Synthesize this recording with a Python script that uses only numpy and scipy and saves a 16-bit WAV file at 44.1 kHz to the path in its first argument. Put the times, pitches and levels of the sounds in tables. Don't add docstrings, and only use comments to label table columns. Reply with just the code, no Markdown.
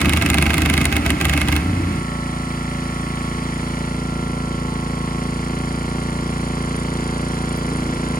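import sys
import numpy as np
from scipy import signal
from scipy.fft import rfft, irfft, next_fast_len
from scipy.io import wavfile
from scipy.ndimage import uniform_filter1d

SR = 44100
rng = np.random.default_rng(int(sys.argv[2]) if len(sys.argv) > 2 else 0)


def bounce(signal):
    frames = np.transpose(np.atleast_2d(signal))
    limited = np.clip(frames, -1, 1)
    pcm = np.round(limited * 32767).astype(np.int16)
    wavfile.write(sys.argv[1], SR, pcm)


N = 361179
T = np.arange(N) / SR
FAN_ORDER, PUMP_ORDER = 39, 48
BITE_S, SEATING_S = 1.6, 0.088

# (time [s], firing rate [Hz])
FIRING_RATE = [(0.0, 28.204), (2.05, 28.444), (2.249, 28.409), (2.6, 28.461), (3.2, 28.4), (4.252, 28.516),
               (5.0, 28.019), (5.551, 28.762), (6.1, 29.146), (6.552, 28.681), (7.1, 28.837), (7.6, 28.826),
               (8.19, 28.321)]
# (time [s], position [0-1], clatter level [dB], fan level [dB], pump level [dB])
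MIC_WALK = [(0, 0.08, -0.5, -52, -39.5), (2.2, 0.2, -.5, -39.5, -42.5), (2.6, 0.27, 0, -42.5, -42),
            (3.3, 0.36, 0.5, -37.5, -43.5), (3.7, 0.6, 0.5, -48, -44.5), (4.2, 0.72, -1.5, -46, -38),
            (4.55, 0.7, -1.5, -40, -40.5), (5.0, 0.7, -1, -36.5, -43.5), (5.4, 0.79, -.5, -42, -43),
            (6.8, 0.94, 0, -43, -44), (8.19, 0.95, 0.5, -46, -41.5)]
# (frequency [Hz], left over right [dB], left lead [rad], coherence [0-1])
ENGINE_AT_MIC = [(147, 2, 0, 0.875), (320, 0, 0.12, 0.75), (460, -5, 0.8, 0.86), (1133, -1, 1.74, 1),
                 (1363, -5.5, 2.5, 0.71), (1565, -1, 3.5, 0.89), (2620, 0.5, 7, 0.39), (3094, -3, 7.5, 1),
                 (4510, 0.5, 12, 1), (5900, -8.5, 15.5, 0.46), (6900, 4.5, 19, 0.53), (7830, -3.5, 21.5, 1),
                 (10600, 2, 19.5, 0.96)]
def engine(wobble_turns=0.0008, exhaust_lag_turns=0.014):
    position, clatter_db, fan_db, pump_db = curves(MIC_WALK)
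    turns = np.cumsum(curves(FIRING_RATE)[0]) / SR + 0.02 + wobble_turns * drift(12)
    firings_s = np.interp(np.arange(1, turns[-1]) + exhaust_lag_turns, turns, T)
    pair = amp(clatter_db) * clatter(turns, position)
    pair[0] += exhaust(firings_s, position) + intake(turns, position) + fan(turns, position, fan_db)
    pair[0] += gears(turns, position) + amp(clatter_db) * (head_ring(turns) + rockers(turns, position))
    return stereo(pair, ENGINE_AT_MIC) + pump(turns, pump_db)


# (multiple of the firing rate, relative level [dB])
MUFFLER_TONE = [(1, -18), (2, 4), (3, -2.5), (4, -3), (5, 1.5), (6, 2.5), (7, -4), (8, -0.5), (9, 1.5),
                (10, -22.5), (11, -11), (12, -6.5), (13, -14.5), (14, -22), (15, -22.5), (16, -26),
                (17, -17.5), (18, -23.5)]
# (frequency [Hz], width [Hz])
MUFFLER_CHAMBERS = [(72, 70), (90, 11.2)]
def exhaust(firings_s, position, level_db=-24.5, walk_gain_db=2, unevenness=0.02):
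    puffs = strikes(firings_s, 1 + unevenness * rng.standard_normal(len(firings_s)))
    rate_hz = np.mean(np.array(FIRING_RATE)[:, 1])
    tone = [(21, -87.0)] + [(k * rate_hz, db) for k, db in MUFFLER_TONE] + [(750, -39.5), (2000, -65)]
    boom = -evened(cut(colour(puffs, tone)[0], 33, "high", order=1))
    for hz, width_hz in MUFFLER_CHAMBERS:
        boom = boom - 2 * resonate(boom, hz, width_hz)
    upper_tone = amp(2) * position * resonate(boom, hz=430, width_hz=90)
    return amp(level_db + walk_gain_db * position) * (boom + upper_tone)


# (place in the cycle [0-1], level in the block [dB], level in the cylinder head [dB])
PISTON_KNOCKS = [(.935, 8, 4.5), (0.02, 5.5, 4), (0.1, 2, 2.5), (.28, 6, 6), (.565, 3, -1.5)]
# (place in the cycle [0-1], level [dB])
VALVE_TICKS = [(.195, 8.5), (.345, 1.5), (.51, 11), (.61, 1)]
# (frequency [Hz], level at position 0 [dB], level at position 1 [dB])
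CLATTER_TONE = [(447, -33.5, -19), (530, -20, -20.5), (800, -23, -23), (1100, -24, -18), (1290, -15.5, -22),
                (1600, -26.5, -22), (1770, -20, -28), (2470, -29.5, -30), (4970, -34, -33),
                (6460, -38.5, -37), (8400, -33.5, -35.5), (9750, -35, -37), (10900, -54.5, -56.5)]
def clatter(turns, position, repeating_share=0.72, split_hz=3000):
    knocks = fading(cycle_blows(turns, np.array(PISTON_KNOCKS)[:, :2], spread_db=1), decay_s=0.0033)
    ticks = fading(cycle_blows(turns, VALVE_TICKS, spread_db=1), decay_s=0.0055)
    ticks *= amp(-15 + 5 * position)
    loose, valves = [evened(np.sqrt(1 + blows ** 2) * noise_pair()) for blows in (knocks, ticks)]
    block = np.sqrt(repeating_share) * block_ring(turns) + np.sqrt(1 - repeating_share) * loose
    metal = cut(cut(block, split_hz, "low") + cut(valves, split_hz, "high"), 370, "high")
    first, last = [colour(metal, np.array(CLATTER_TONE)[:, [0, end]]) for end in (1, 2)]
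    return (1 - position) * first + position * last


def block_ring(turns, decay_turns=0.11, size=1548):
    place = np.arange(size) / size
    blows = sum(amp(db) * np.exp(-((place - at) % 1) / decay_turns) for at, db, _ in PISTON_KNOCKS)
    one_cycle = np.sqrt(1 + blows ** 2) * rng.standard_normal((2, size))
    harmonics = np.exp(1j * np.angle(rfft(one_cycle)))
    harmonics[:, [round(row[0]) for row in GEAR_TONES] + [FAN_ORDER - 1, FAN_ORDER, PUMP_ORDER]] = 0
    return evened(irfft(harmonics)[:, (turns % 1 * size).astype(int)])


def head_ring(turns, level_db=-39):
    knocks = [(place, db) for place, _, db in PISTON_KNOCKS]
    blows = cycle_blows(turns, knocks, spread_db=1.5, play_s=0.00006)
    return amp(level_db) * evened(resonate_twice(blows, hz=2070, width_hz=460))


# (frequency [Hz], width [Hz], relative level [dB])
ROCKER_MODES = [(7210, 440, -1.5), (9550, 520, 0)]
def rockers(turns, position, level_db=-50.25, walk_gain_db=6.5):
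    ticks = fading(cycle_blows(turns, VALVE_TICKS, spread_db=1.5), decay_s=0.0031)
    rattle = uniform_filter1d(ticks, size=50) * rng.standard_normal(N)
    sizzle = sum(amp(db) * resonate_twice(rattle, hz, width_hz) for hz, width_hz, db in ROCKER_MODES)
    return amp(level_db + walk_gain_db * position ** 3) * evened(sizzle)


def intake(turns, position, place=0.2812, level_db=-54, walk_gain_db=14):
    gulps = cycle_blows(turns, [(place, 0)], spread_db=2)
    return amp(level_db + walk_gain_db * position) * evened(resonate_twice(gulps, hz=425, width_hz=150))


# (multiple of the firing rate, level at position 0 [dB], level at position 1 [dB])
GEAR_TONES = [(20, -44.5, -48), (26, -47.5, -46.5), (31, -48, -46), (36, -50.5, -45), (46, -42.5, -55),
              (47, -40, -51.5), (56, -68, -43), (163.6, -72, -54.5)]
def gears(turns, position, waver_db=2, flutter=0.2):
    whine = np.zeros(N)
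    for multiple, first_db, last_db in GEAR_TONES:
        db = first_db + position * (last_db - first_db) + waver_db * drift(3)
        gain = np.sqrt(2) * amp(db) * (1 + flutter * drift(20))
        whine += gain * np.sin(2 * np.pi * (round(multiple) * turns + rng.random()))
    return whine


def fan(turns, position, level_db, flutter=0.21):
    angle = 2 * np.pi * turns
    below = amp(-15 + 17 * position)
    blades = (np.sin(FAN_ORDER * angle) + below * np.sin((FAN_ORDER - 1) * angle)) / np.sqrt(1 + below ** 2)
    return amp(level_db) * evened((1 + flutter * drift(30)) * blades)


def pump(turns, level_db, left_lead_rad=-1.78):
    angle = 2 * np.pi * PUMP_ORDER * turns + np.array([[left_lead_rad], [0]])
    return np.sqrt(2) * amp(level_db) * np.sin(angle)


# (time [s], crack level [dB])
BIT_SKIPS = [(0.0143, -12.5), (0.0555, -17), (0.0932, -13), (0.1334, -13.5), (0.171, -14.5), (0.222, -16),
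             (0.2607, -15.5), (0.3, -8), (0.3424, -10.5), (0.383, -12), (0.4235, -10), (0.4633, -19.5),
             (0.5036, -20), (0.5408, -12), (0.5798, -13.5), (0.618, -12.5), (0.6585, -17.5), (0.698, -15),
             (0.7378, -14), (0.7767, -13), (0.813, -17), (0.8533, -6.5), (0.9241, -19), (0.9648, -11),
             (1.062, -17), (1.103, -11), (1.2112, -12.5), (1.252, -11), (1.2948, -12.5), (1.3347, -18),
             (1.3752, -15.5), (1.4142, -16), (1.484, -19), (1.5243, -17.5), (1.563, -15)]
# (frequency [Hz], left over right [dB], left lead [rad], coherence [0-1])
DRILL_AT_MIC = [(150, 1, 0, 0.87), (343, -0.5, 0.66, 0.9), (730, -7, -0.5, 0.96), (2330, -6, 0.58, 0.86),
                (4370, -1.5, 3, 0.22), (7040, 2.5, 1.5, 0.12), (8000, 1, 2.5, 1), (11100, 0, 0.15, 0.88)]
def drill(snap_delay_s=0.00097, climb_s=0.0105, catch_s=0.0081, rebound_s=0.0132, thump_s=0.00757,
          push_s=0.00584, sag_db_per_s=-1.45):
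    start_s, crack_db = np.transpose(BIT_SKIPS)
    snap_s = start_s + snap_delay_s
    ring_db = -14.5 + sag_db_per_s * snap_s
    rumble, scrape = pressure(snap_s)
    climb_play, catch_play, rebound_play = 0.0016 * rng.standard_normal((len(snap_s), 3)).T
    stages_s = (snap_s - climb_s + climb_play, snap_s, snap_s + rebound_s + rebound_play)
    pair = steel_crack(stages_s, crack_db, scrape)
    pair += bit_ring(stages_s, snap_s - catch_s + catch_play, ring_db, scrape)
    pair += riser_wall(start_s - snap_delay_s, start_s + thump_s, ring_db, scrape)
    pair[0] += riser_boom(snap_s - push_s, snap_s + thump_s, rumble)
    return stereo(pair, DRILL_AT_MIC)


def skip_blows(stages_s, db, climb_db=-15, rebound_db=-20):
    return sum(strikes(s, amp(db + step_db)) for s, step_db in zip(stages_s, (climb_db, 0, rebound_db)))


def pressure(snap_s, sag_db_per_s=-3, lull_db=-2, seated_db=-6):
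    seated = ramp(BITE_S, SEATING_S)
    shaken = np.minimum(fading(strikes(snap_s, 1.0), decay_s=0.038) + seated, 1)
    rumble = amp(-20 + sag_db_per_s * T + lull_db * (1 - shaken))
    scrape = amp(-32 + seated_db * seated)
    return rumble * trigger(), scrape * trigger()


def trigger(let_go_s=1.99, run_down_s=0.017):
    return np.exp(-np.maximum(T - let_go_s, 0) / run_down_s)


# (frequency [Hz], relative level [dB])
CRACK_TONE = [(450, -18), (800, -14), (1500, -4), (3800, 3.5), (5700, -16), (7500, 0), (9800, 1.5),
              (11000, -9.5), (15500, -17)]
def steel_crack(stages_s, crack_db, scrape, hiss_db=-21):
    snaps = fading(skip_blows(stages_s, crack_db + 5), decay_s=0.0012)
    envelope = uniform_filter1d(snaps, size=8) + amp(hiss_db) * scrape
    crack = amp(2.5) * colour(envelope * noise_pair(), CRACK_TONE)
    splinter = fading(strikes(stages_s[1], amp(crack_db - 3)), decay_s=0.00047)
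    return crack + cut(splinter * noise_pair(), 11000, "high")


# (frequency [Hz], width [Hz], relative level [dB])
BIT_MODES = [(682, 13, -1.5), (796, 16, -0.5), (1240, 79, -5.5), (1618, 120, -3), (2137, 255, 1.5),
             (2538, 116, -1.5)]
def bit_ring(stages_s, catch_s, ring_db, scrape, catch_spread_db=3):
    catch = amp(ring_db - 5 + catch_spread_db * rng.standard_normal(len(catch_s)))
    chatter = fading(skip_blows(stages_s, ring_db + 5) + strikes(catch_s, catch), decay_s=0.0036)
    grind = (uniform_filter1d(chatter, size=60) + scrape) * noise_pair()
    return amp(12.5) * sum(amp(db) * resonate(grind, hz, width_hz) for hz, width_hz, db in BIT_MODES)


def riser_wall(slip_s, thump_s, ring_db, scrape):
    flex = fading(strikes(slip_s, amp(ring_db)) + strikes(thump_s, amp(ring_db)), decay_s=0.0036)
    return amp(3) * resonate((flex + scrape) * noise_pair(), hz=900, width_hz=650)


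# (frequency [Hz], time to fall 60 dB [s], level [dB])
RISER_MODES = [(75.4, 0.19, -14.5), (98, 0.13, -19), (146.4, 0.069, -24), (179.4, 0.07, -27.5),
               (218, 0.063, -23.5), (283.5, 0.054, -19.5), (323, 0.026, -40)]
def riser_boom(push_s, thump_s, rumble, push_db=-6, thump_db=-4, spread_db=1.9):
    t = T[:SR // 3]
    ring = sum(amp(db - 60 * t / t60) * np.sin(2 * np.pi * hz * t) for hz, t60, db in RISER_MODES)
    force = amp(spread_db * rng.standard_normal(len(push_s)))
    blows = strikes(push_s, force * amp(push_db)) + strikes(thump_s, force * amp(thump_db))
    boom = signal.oaconvolve(blows, ring)[:N]
    shudder = signal.oaconvolve(rng.standard_normal(N), ring)[:N]
    return cut(boom, 57, "high") + rumble * evened(cut(shudder, [125, 380], "band"))


def groan(start_hz=80.26, end_hz=89, waver=0.053, level_db=-17.5, fade_db_per_s=-25):
    rise = ramp(BITE_S, SEATING_S)
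    hz = start_hz + (end_hz - start_hz) * rise
    angle = 2 * np.pi * np.cumsum(hz * (1 + waver * drift(40))) / SR
    envelope = rise ** 2 * amp(level_db + fade_db_per_s * np.maximum(T - BITE_S, 0)) * trigger()
    return envelope * evened(np.sin(angle) + amp(-9) * np.sin(3 * angle))


def tick(at_s=7.5743, level_db=-25):
    touch = fading(strikes(np.array([at_s]), amp(level_db)), decay_s=0.0011)
    return cut(touch * rng.standard_normal(N), 13500, "high", order=1)


def wind(level_db=-37.5, gust_db=7, gust_start_s=7.55, gust_end_s=8.18, ramp_s=0.18):
    tone = [(40, -3), (70, -6.5), (300, 1.0), (450, -7.5), (1200, -33.0), (4000, -89)]  # (Hz, dB)
    gust = ramp(gust_start_s, ramp_s) - ramp(gust_end_s - ramp_s, ramp_s)
    return amp(level_db + gust_db * gust) * evened(colour(rng.standard_normal(N), tone))


def amp(db):
    return 10 ** (np.asarray(db) / 20)


def evened(x):
    return x / np.sqrt(np.mean(x ** 2) + 1e-20)


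def noise_pair():
    return rng.standard_normal((2, N))


def ramp(start_s, length_s):
    return np.clip((T - start_s) / length_s, 0, 1)


def drift(rate_hz):
    count = int(2 * rate_hz * T[-1]) + 2
    path = signal.resample(rng.standard_normal(2048)[:count], 8 * count)
    return evened(np.interp(T, np.linspace(0, T[-1], len(path)), path))


def curves(rows):
    s, *columns = np.transpose(rows)
    return [np.interp(T, s, c) for c in columns]


def spectra(rows, hz):
    f, *columns = np.transpose(rows)
    return [np.interp(np.log(hz + 1), np.log(f + 1), c) for c in columns]


def colour(x, rows, size=8192):
    log_gain = np.log(amp(spectra(rows, abs(np.fft.fftfreq(size, 1 / SR)))[0]))
    minimum_phase = np.exp(np.conj(signal.hilbert(log_gain)))
    ring = np.fft.ifft(minimum_phase).real[:size // 2]
    return signal.oaconvolve(np.atleast_2d(x), ring[None], axes=1)[:, :N]


def cut(x, hz, kind, order=3):
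    return signal.sosfilt(signal.butter(order, hz, kind, fs=SR, output="sos"), x)


def resonate(x, hz, width_hz):
    return signal.lfilter(*signal.iirpeak(hz, hz / width_hz, SR), x)


def resonate_twice(x, hz, width_hz):
    return resonate(resonate(x, hz, width_hz), hz, 2 * width_hz)


def strikes(s, size):
    return np.bincount(np.clip(np.round(s * SR).astype(int), 0, N - 1), size * np.ones(len(s)), N)


def fading(blows, decay_s):
    return signal.lfilter([1], [1, -np.exp(-1 / (decay_s * SR))], blows + 1e-15)


def cycle_blows(turns, rows, spread_db, play_s=0):
    blows = np.zeros(N)
    for place, db in rows:
        force, late = rng.standard_normal((2, 256))
        s = np.interp(np.arange(len(late)) + place, turns, T)
        blows += strikes(s + play_s * late, amp(db + spread_db * force) * (s < T[-1]))
    return blows


def stereo(pair, rows):
    size = next_fast_len(N + 2048)
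    balance_db, lead, coherence = spectra(rows, np.fft.rfftfreq(size, 1 / SR))
    shared, unrelated = rfft(pair, size)
    blend = coherence * shared + np.sqrt(1 - coherence ** 2) * unrelated
    left = blend * amp(balance_db) * np.exp(1j * lead)
    equal_power = np.sqrt(2 / (1 + amp(balance_db) ** 2))
    return irfft(np.array([left, shared]) * equal_power, size)[:, :N]


def scene():
    return engine() + drill() + groan() + tick() + wind()


def record(dry, knee=0.23, headroom=0.27, edge_hz=16300):
    thinned = cut(dry, 36, "high", order=2)
    within = np.clip(thinned, -knee, knee)
    rounded = within + headroom * np.tanh((thinned - within) / headroom)
    band_limit = signal.firwin(255, edge_hz, window=("kaiser", 9), fs=SR)
    return signal.oaconvolve(rounded, band_limit[None], "same", axes=1)


dry = scene()
out = record(dry)
bounce(out)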